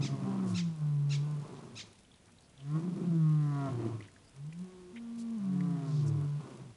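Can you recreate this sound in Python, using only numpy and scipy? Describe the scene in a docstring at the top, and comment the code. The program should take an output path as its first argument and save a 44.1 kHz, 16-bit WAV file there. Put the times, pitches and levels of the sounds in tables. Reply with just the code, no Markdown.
"""Outdoors, two tiger cubs feed on minced meat and growl, at times both at once.
One moans in an almost pure tone that frays at its end; the other growls lower and buzzier,
breaking into rasps as its vocal folds beat irregularly. Wet films snap in their mouths as clicks,
squelches and crackle, and air hisses over their teeth. Over a soft bed of air, a bird nearby gives
four harsh chirps, each two overlapping notes from the two sides of its syrinx."""
import sys
import numpy as np
from scipy import signal
from scipy.fft import rfft, irfft, next_fast_len
from scipy.io import wavfile
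from scipy.ndimage import uniform_filter1d, map_coordinates

SR = 44100
rng = np.random.default_rng(int(sys.argv[2]) if len(sys.argv) > 2 else 0)


def persist_wave(psi):
    """Save psi, clipped to +-1, as 16-bit WAV."""
    counts = np.round(np.clip(psi, -1, 1) * 32767).astype(np.int16)
    wavfile.write(sys.argv[1], SR, np.atleast_2d(counts).T)


N = 298116

# Noise colours. Each row: frequency in Hz, relative level in dB.
AIR_COLOUR = [(15, -26), (25, -3.5), (71, 0), (148, 2), (233, -1.5), (350, -7), (941, -14), (1180, -19),
              (1310, -16.5), (2010, -19), (3350, -19), (4420, -23), (10800, -23), (14000, -77),
              (22000, -120)]  # the outdoor bed
RASP_COLOUR = [(120, -44), (180, 24), (225, 5), (285, 0.5), (350, 9), (410, 4), (520, 3), (680, 3),
               (820, -1.5), (1070, 3), (1330, -5.5), (1650, -16), (2500, -15), (5000, -34.5)]  # turbulence in the throat
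TEETH_COLOUR = [(1060, -2.5), (1800, -3), (2290, -3), (2900, -4.5), (3750, -5), (6180, -8), (10400, -14),
                (10800, -20), (14000, -69), (22000, -120)]  # air over teeth and wet meat
# The cubs' phrases, one table each. Each row: time in seconds, pitch in Hz, fundamental level in dB,
# mouth level in dB before the phrase's trim.
FIRST_GROWL = [(0.01, 143.2, -26, -51), (.085, 134.3, -39.5, -59), (.12, 137.5, -31.5, -53),
               (.19, 134.2, -43, -59.5), (.24, 136, -38.5, -53.5), (.44, 124.5, -48.5, -52.5),
               (.545, 105.6, -34, -55.5), (.59, 104.7, -54, -68), (.72, 111.3, -53, -70)]
LONG_GROWL = [(2.58, 131.2, -59, -75.5), (2.672, 142.4, -39.5, -60.5), (2.76, 156.4, -29.5, -46.5),
              (2.834, 164.9, -38.5, -59), (2.878, 177.9, -36, -59), (2.96, 176.2, -37.5, -61.5),
              (2.976, 168.2, -37.5, -56.5), (3.046, 170, -36, -57), (3.074, 172.4, -33, -59.5),
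              (3.234, 157.2, -25.5, -52), (3.366, 151.5, -27, -52.5), (3.666, 136, -38, -41.5),
              (3.69, 133.6, -49, -41.5), (3.72, 134.2, -31, -55.5)]
LAST_GROWL = [(5.4, 130.1, -56, -66), (5.57, 142.8, -38, -53.5), (5.65, 144.6, -40, -52),
              (5.88, 134.8, -44.5, -51.5), (5.98, 127.1, -43, -59.5), (6.07, 109.9, -37.5, -56),
              (6.15, 107, -36, -59.5), (6.26, 92.9, -47.5, -58)]
FIRST_MOAN = [(0.02, 207.4, -41, -65.5), (0.152, 206.7, -45.5, -57), (0.2, 187.0, -43.5, -54),
              (0.278, 196.7, -34.5, -46.5), (0.432, 189.8, -34, -51), (0.676, 167, -32, -60),
              (0.772, 154.4, -44.5, -60.5), (0.83, 150.1, -31, -56), (0.992, 143.6, -30, -60.5),
              (1.196, 142.4, -31, -56.5), (1.292, 150.5, -35.5, -54.5), (1.39, 146, -34, -56.5),
              (1.435, 140.2, -50, -65)]
SECOND_MOAN = [(4.32, 127.7, -74, -96), (4.368, 135.7, -53, -71), (4.41, 139.8, -44.5, -76),
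               (4.488, 154.6, -40, -72), (4.518, 161.7, -50, -79), (4.622, 182.8, -38.5, -68),
               (4.704, 185, -58.5, -69.5), (4.88, 178.8, -58, -72.5), (4.92, 182.4, -59, -66.5)]
MOAN_AFTER_BREAK = [(4.94, 230.2, -49, -76), (4.956, 233, -46, -63), (5.146, 233.2, -41, -63),
                    (5.35, 226.9, -36.5, -58.5), (5.402, 199.8, -37, -60), (5.5, 187, -32, -60.5),
                    (5.724, 170.6, -32.5, -66), (5.834, 154.7, -41, -57.5), (5.96, 148.6, -29, -61.5),
                    (6.078, 145, -31, -58.5), (6.378, 145.3, -35, -58.5), (6.4, 149, -38, -58)]  # the second moan goes on after the voice breaks upward
# Spells of irregular fold beats. Each row: start in seconds, end in seconds, added roughness from 0 to 1.
GROWL_SPELLS = [(0, .53, 0.436), (2.8, 3.11, 0.84), (3.73, 4.1, 0.57), (5.38, 5.98, 0.059),
                (5.98, 6.3, 0.27)]
MOAN_SPELLS = [(0, .22, 0.57), (1.3, 1.41, 0.22), (1.41, 1.95, 0.61), (6.39, 6.8, 0.59)]
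# Catches in which the throat briefly booms. Each row: time in seconds, boost in dB.
GROWL_BOOMS = [(2.99, 5.8), (3.16, 9.4), (3.79, 2.7), (3.88, 9.9)]
MOAN_BOOMS = [(1.23, 0), (1.53, 4.5), (6.25, 6)]
# Resonances of the cubs' throats and mouths and the bird's beak. Each row: frequency in Hz, gain in dB.
GROWL_THROAT_EQ = [(160, -38), (190, -9.5), (225, 2), (280, 7.5), (345, 7), (410, -3), (470, -9),
                   (560, -23), (700, -39.5)]
GROWL_MOUTH_EQ = [(400, -16), (470, -9), (560, -20), (625, -11), (668, 9), (700, 3), (740, -1), (800, -15),
                  (890, -17), (990, 0), (1085, 4.5), (1175, -3), (1240, -2), (1340, -4), (1550, -13),
                  (1900, -13), (2300, -26), (3000, -38)]
MOAN_THROAT_EQ = [(160, -31), (190, -14), (225, 11), (285, -2.5), (355, 4.5), (410, 0.5), (450, -11.5),
                  (560, -30), (700, -36.5)]
MOAN_MOUTH_EQ = [(440, -3.5), (590, -11), (700, -13), (790, -5.5), (900, -7.5), (1060, -2.5), (1170, -8),
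                 (1300, -12), (1500, -10.5), (2000, -51), (3000, -44)]
BEAK_EQ = [(1000, -20), (1600, 1), (2350, 1.5), (2900, 3.5), (3900, 4.5), (4700, 3), (5500, 2.5),
           (6800, -0.5), (7700, -7), (8500, -12.5), (10000, -19)]
# The bird's chirps. Each row: start in seconds, level in dB, pitch ratio.
CHIRP_CUES = [(0.009, -43, .94), (0.54, -41.5, 0.99), (1.093, -43, 1.02), (1.754, -44.5, 0.97)]
# The two sides of the syrinx. Each row: time into the chirp in seconds, pitch in Hz before the chirp's
# ratio, relative level in dB, roughness from 0 to 1.
LEAD_NOTE = [(0, 1050, -16, .4), (.01, 1290, -6, .3), (.023, 1400, 0, .22), (.034, 1240, -1, .3),
             (.044, 1050, -1, .5), (.056, 830, -9, .7), (.066, 780, -40, .9)]
LAG_NOTE = [(.022, 1250, -30, .8), (.038, 1370, -7, .6), (.053, 1290, -1, .25), (.063, 1130, -3, .35),
            (.073, 1020, -10, .6), (.095, 950, -32, .9)]
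# Squelches and licks. Each row: start and length in seconds, level in dB, centre in Hz, width in octaves.
LICK_CUES = [(0.451, 0.1, -54.5, 6640, 1), (1.546, 0.056, -65.5, 3630, 0.54),
             (2.122, 0.067, -75, 3270, 0.17), (2.26, 0.054, -66.5, 1100, 0.83),
             (2.406, 0.076, -71, 4670, 0.22), (2.58, 0.069, -71, 3100, 0.17),
             (4.02, 0.057, -63, 2270, 0.66), (4.221, 0.087, -71, 4800, 0.089),
             (4.956, 0.038, -54.5, 2260, 0.45), (5.169, 0.066, -58, 6200, 0.82),
             (5.819, 0.27, -60.5, 4470, 0.56), (6.055, 0.049, -57, 6500, 0.4)]
# Grumbles that end the moans and the long growl. Each row: start and length in seconds, pitch in Hz,
# share by which the pitch sinks, fundamental level in dB, mouth level in dB before the trim.
MOAN_TAILS = [(1.425, 0.37, 141.5, .04, -51, -56), (1.658, .13, 134.2, 0.28, -51, -71),
              (1.804, 0.15, 102.9, 0.051, -63, -66), (6.408, 0.23, 133, 0.025, -52, -55.5),
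              (6.599, 0.12, 135.5, .27, -46, -61)]
GROWL_TAILS = [(3.7, 0.13, 120.1, .05, -36, -53), (3.8, 0.15, 115.1, 0.0068, -38.5, -53),
               (3.92, 0.14, 109.3, .06, -43, -60.5), (4.068, 0.29, 96.3, .04, -62, -77)]
# Tongue and lip clicks. Each row: start in seconds, peak level in dB, cavity resonance in Hz.
CLICK_CUES = [(2.0482, -57, 3100), (2.1146, -54, 3300), (2.14, -54, 3630), (2.3845, -53, 3760),
              (2.5768, -53, 3650), (2.602, -49.5, 3210), (4.0057, -42.5, 2060), (4.0233, -48, 2693),
              (4.0835, -48.5, 1850), (4.162, -50.5, 1720), (4.5248, -45.5, 2300), (4.9602, -46, 2160),
              (5.6057, -41, 1950)]


def amp(db):
    """Decibels as a linear gain."""
    return 10 ** (np.asarray(db) / 20)


def unit(x):
    """x at rms 1."""
    return x / np.sqrt(np.mean(x ** 2) + 1e-20)


def eq_gain(points, hz):
    """Linear gain of an EQ curve of (Hz, dB) points, read on a log frequency axis."""
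    freqs, db = np.transpose(points)
    return amp(np.interp(np.log(hz + 1), np.log(freqs + 1), db))


def curves(rows, t):
    """Each column after the time, read at the times t."""
    times, *columns = np.transpose(rows)
    return [np.interp(t, times, column) for column in columns]


def wobble(rate, n):
    """A smooth random curve of n samples, with rate knots a second."""
    knots = rng.standard_normal(int(n * rate / SR) + 4)
    grid = np.arange(10 * len(knots)) / 10
    return np.interp(np.arange(n) * rate / SR, grid, map_coordinates(knots, [grid]))


def filtered(x, response):
    """x through a filter whose gain is response(Hz)."""
    size = next_fast_len(len(x) + 8192)
    return irfft(rfft(x, size) * response(np.fft.rfftfreq(size, 1 / SR)), size)[:len(x)]


def equalised(x, points):
    """x through an EQ curve of (Hz, dB) points."""
    return filtered(x, lambda hz: eq_gain(points, hz))


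def coloured(x, points):
    """x through an EQ curve, at rms 1."""
    return unit(equalised(x, points))


def blend(tone, noise, share):
    """Equal-power crossfade from tone to noise."""
    share = np.clip(share, 0, 1)
    return np.sqrt(1 - share) * tone + np.sqrt(share) * noise


def add(track, start, sound):
    """Mix a sound into the track at start seconds."""
    part = track[max(0, round(start * SR)):][:len(sound)]
    part += sound[:len(part)]


def outdoor_air():
    """A soft, steady bed of noise, weighted to the low end."""
    return amp(-62.5) * coloured(rng.standard_normal(N), AIR_COLOUR)


def roughness(spells, t, calm=0.019, turn_s=0.019):
    """The folds slip into each rough spell and out of it again."""
    step = lambda s: .5 + .5 * np.tanh((t - s) / turn_s / 2)
    return np.clip(calm + sum(depth * (step(start) - step(end)) for start, end, depth in spells), 0, 1)


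def cub_voice(phrase, spells, booms, throat_eq, mouth_eq, throat_trim_db, mouth_trim_db,
              buzz_db, rasp_db, mouth_leak, throat_leak, jitter, flutter_rate):
    """Vocal folds beat at the pitch, and stumble and hiss as they turn rough."""
    fade_s, boom_width_s = .015, .021
    start, end = phrase[0][0] - fade_s, phrase[-1][0] + fade_s
    t = np.arange(max(start, 0), end, 1 / SR)
    n = len(t)
    pitch, low_db, mouth_db = curves(phrase, t)
    rough = roughness(spells, t)
    phase = 2 * np.pi * np.cumsum(pitch * (1 + (0.0041 + jitter * rough) * wobble(120, n))) / SR

    def partial(k):
        """Irregular beats smear harmonic k into sidebands."""
        scatter = (wobble(flutter_rate, n) + 1j * wobble(flutter_rate, n)) / np.sqrt(2)
        flutter = np.sqrt(1 - rough ** 2) + rough * scatter
        return np.sqrt(2) * np.imag(flutter * np.exp(1j * k * phase))

    def puffs(colour):
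        """Air escapes in one puff a cycle."""
        return coloured((1 + 0.53 * np.cos(phase)) * rng.standard_normal(n), colour)

    # the throat favours whichever low harmonic is nearest its resonance
    weights = {k: eq_gain(throat_eq, k * pitch) for k in range(2, 5)}
    hum = sum(w * partial(k) for k, w in weights.items())
    hum /= np.sqrt(sum(w ** 2 for w in weights.values()))
    throat = blend(hum, 0.77 * puffs(throat_eq), throat_leak + 0.68 * rough)
    # its level mostly rides the mouth's, and swells when rough
    throat_db = throat_trim_db + 0.2 * low_db + 0.8 * mouth_db + 10.5 * rough
    throat_db += sum(db * np.exp(-.5 * ((t - s) / boom_width_s) ** 2) for s, db in booms)
    # higher harmonics light up as they glide through the mouth's resonances
    buzz = np.zeros(n)
    for k in range(3, 18):
        jaw = amp(2.6 * wobble(12, n))  # chewing sways each harmonic's level
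        blur = rng.uniform(0, 2 * np.pi) + .035 * k * wobble(110, n)  # no two beats are quite alike
        buzz += eq_gain(mouth_eq, k * pitch) * jaw * np.sin(k * phase + blur)
    mouth = blend(amp(buzz_db) * buzz, amp(rasp_db) * puffs(RASP_COLOUR), mouth_leak + 0.71 * rough)
    voice = amp(low_db) * partial(1) + amp(throat_db) * throat + amp(mouth_db + mouth_trim_db) * mouth
    throb_hz = 24 * (1 + 0.13 * wobble(8.36, n))
    throb = amp(2.4 * rough * np.sin(2 * np.pi * np.cumsum(throb_hz) / SR))
    fade = np.clip(np.minimum(t - start, end - t) / fade_s, 0, 1)
    out = np.zeros(N)
    add(out, t[0], fade * throb * voice)
    return out


def growl(phrase, throat_trim_db, mouth_trim_db):
    """The growler's more open mouth lets a buzz of harmonics out."""
    return cub_voice(phrase, GROWL_SPELLS, GROWL_BOOMS, GROWL_THROAT_EQ, GROWL_MOUTH_EQ,
                     throat_trim_db, mouth_trim_db, buzz_db=-6.5, rasp_db=10,
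                     mouth_leak=0.0041, throat_leak=0.023, jitter=0.0303, flutter_rate=70)


def moan(phrase, throat_trim_db, mouth_trim_db):
    """The moaner's mouth is nearly shut: mostly fundamental, with a breathy edge."""
    return cub_voice(phrase, MOAN_SPELLS, MOAN_BOOMS, MOAN_THROAT_EQ, MOAN_MOUTH_EQ,
                     throat_trim_db, mouth_trim_db, buzz_db=-0.5, rasp_db=4.5,
                     mouth_leak=0.31, throat_leak=0.56, jitter=0.035, flutter_rate=64)


def teeth_hiss(voices):
    """Air over teeth and wet meat: a grainy hiss that grows with the sound leaving the mouths."""
    mouth_band = coloured(voices, [(350, -40), (600, 0)])
    power = np.abs(uniform_filter1d(mouth_band ** 2, size=SR // 10))
    effort_db = 10 * np.log10(power + amp(-92))
    grains = rng.standard_normal(N) * amp(2.4 * wobble(700, N))
    return amp(-64 + 0.36 * effort_db) * coloured(grains, TEETH_COLOUR)


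def saliva_crackle(snaps_per_s=20, t60=0.024):
    """Threads of saliva snap at random while the cubs chew."""
    out, t = np.zeros(N), np.arange(SR // 50) / SR
    for when, softness in rng.random((round(snaps_per_s * N / SR), 2)):
        db = -53.5 - 2.5 * np.log(softness + .05)
        add(out, when * N / SR, amp(db - 60 * t / t60) * rng.standard_normal(len(t)))
    return equalised(out, [(800, -25), (2200, -9.5), (6000, -6.5), (10000, -7)])


def syrinx(note, ratio, jitter):
    """One side of the syrinx sings a harsh, arching stack of harmonics that breaks up as it falls."""
    n = round(.1 * SR)
    pitch, db, rough = curves(note, np.arange(n) / SR)
    pitch = ratio * pitch * (1 + 0.0121 * wobble(80, n) + jitter * rough * wobble(1520, n))
    phase = 2 * np.pi * np.cumsum(pitch) / SR
    stack = sum(eq_gain(BEAK_EQ, k * pitch) * amp(2.64 * wobble(170.5, n)) * np.sin(k * phase)
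                for k in range(1, 9))
    return amp(db) * blend(unit(stack), coloured(rng.standard_normal(n), BEAK_EQ), rough ** 2)


def bird(echo_db=-11, t60=0.4, predelay_s=.008):
    """Two overlapping notes a chirp, scattered by the ground and trees."""
    out, t = np.zeros(N), np.arange(SR // 2) / SR
    for start, db, ratio in CHIRP_CUES:
        chirp = amp(db) * (syrinx(LEAD_NOTE, ratio, jitter=0.056) + syrinx(LAG_NOTE, ratio, jitter=0.071))
        tail = rng.standard_normal(len(t)) * amp(-60 * t / t60)
        echo = signal.fftconvolve(chirp, tail / np.linalg.norm(tail))
        add(out, start, chirp)
        add(out, start + predelay_s, amp(echo_db) * echo)
    return out


def mouth_cavity(x, centre_hz, octaves):
    """The hollow of the mouth rings in one bell-shaped band, returned at rms 1."""
    return unit(filtered(x, lambda hz: np.exp(-.5 * (np.log2((hz + 1) / centre_hz) / octaves) ** 2)))


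def licks():
    """Each squelch is a swarm of tiny wet snaps that swells and fades."""
    out = np.zeros(N)
    for start, length, db, hz, octaves in LICK_CUES:
        n = round(length * SR)
        snaps = rng.standard_normal(n) * amp(2 * wobble(300, n))
        swell = np.sin(np.pi * np.arange(n) / n)
        add(out, start, amp(db) * swell * mouth_cavity(snaps, hz, octaves))
    return out


def grumble(start, length, hz, sink, low_db, mouth_db):
    """The phrase of a voice running out of air: pitch and levels hold, then give way together."""
    progress = np.linspace(0, 1, 10)
    spent = progress ** 2.9
    lost_db = 11 * spent
    times = start + length * progress
    return np.transpose([times, hz * (1 - sink * spent), low_db - lost_db, mouth_db - lost_db])


def mouth_clicks(attack_s=0.0011, t60=0.026):
    """Wet films snap on tongue and lips and briefly ring the mouth cavity."""
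    out, t = np.zeros(N), np.arange(SR // 10) / SR
    envelope = (1 - np.exp(-t / attack_s)) * amp(-60 * t / t60)
    for start, db, hz in CLICK_CUES:
        ring = mouth_cavity(rng.standard_normal(len(t)), hz, octaves=0.18)
        spit = coloured(rng.standard_normal(len(t)), [(500, -5), (1800, 0), (4500, -3.5), (10000, -13.5)])
        click = envelope * (ring + .38 * spit)
        add(out, start, amp(db) * click / np.abs(click).max())
    return out


def whine(start_s=4.58, end_s=4.965, attack_s=0.036, release_s=0.062):
    """A thin tone an octave above the second moan, swelling until the voice breaks."""
    t = np.arange(start_s, end_s, 1 / SR)
    pitch = 2 * curves(SECOND_MOAN, t)[0] * (1 + 0.015 * wobble(60, len(t)))
    tone = unit(np.sin(2 * np.pi * np.cumsum(pitch) / SR))
    gate = np.clip(np.minimum((t - start_s) / attack_s, (t[-1] - t) / release_s), 0, 1)
    swell_db = np.linspace(-60, -51.5, len(t)) + 0.5 * wobble(27.3, len(t))
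    out = np.zeros(N)
    add(out, start_s, gate * amp(swell_db) * tone)
    return out


def cubs():
    """Both voices on one bus; small bodies radiate almost nothing below their lowest pitch."""
    voices = moan(FIRST_MOAN, throat_trim_db=-4, mouth_trim_db=-2.5)
    voices += moan(SECOND_MOAN, throat_trim_db=0.5, mouth_trim_db=3)
    voices += moan(MOAN_AFTER_BREAK, throat_trim_db=-6, mouth_trim_db=-1)
    voices += growl(FIRST_GROWL, throat_trim_db=2, mouth_trim_db=-1)
    voices += growl(LONG_GROWL, throat_trim_db=1, mouth_trim_db=-1)
    voices += growl(LAST_GROWL, throat_trim_db=5, mouth_trim_db=-2.5)
    voices += sum(moan(grumble(*row), throat_trim_db=-2, mouth_trim_db=-.5) for row in MOAN_TAILS)
    voices += sum(growl(grumble(*row), throat_trim_db=1.5, mouth_trim_db=-1) for row in GROWL_TAILS)
    return equalised(voices + whine(), [(65, -23.5), (84, -18), (100, 0)])


def scene():
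    """The mono mix: cubs up front, wet mouth detail and the bird over the bed of air."""
    air = outdoor_air()
    voices = cubs()
    return (air + voices + teeth_hiss(voices) + mouth_clicks() + licks() + bird() + saliva_crackle())[None]


def record(dry):
    """A brick-wall low-pass takes off the very top."""
    return filtered(dry[0], lambda hz: hz < 10930)[None]


dry = scene()
out = record(dry)
persist_wave(out)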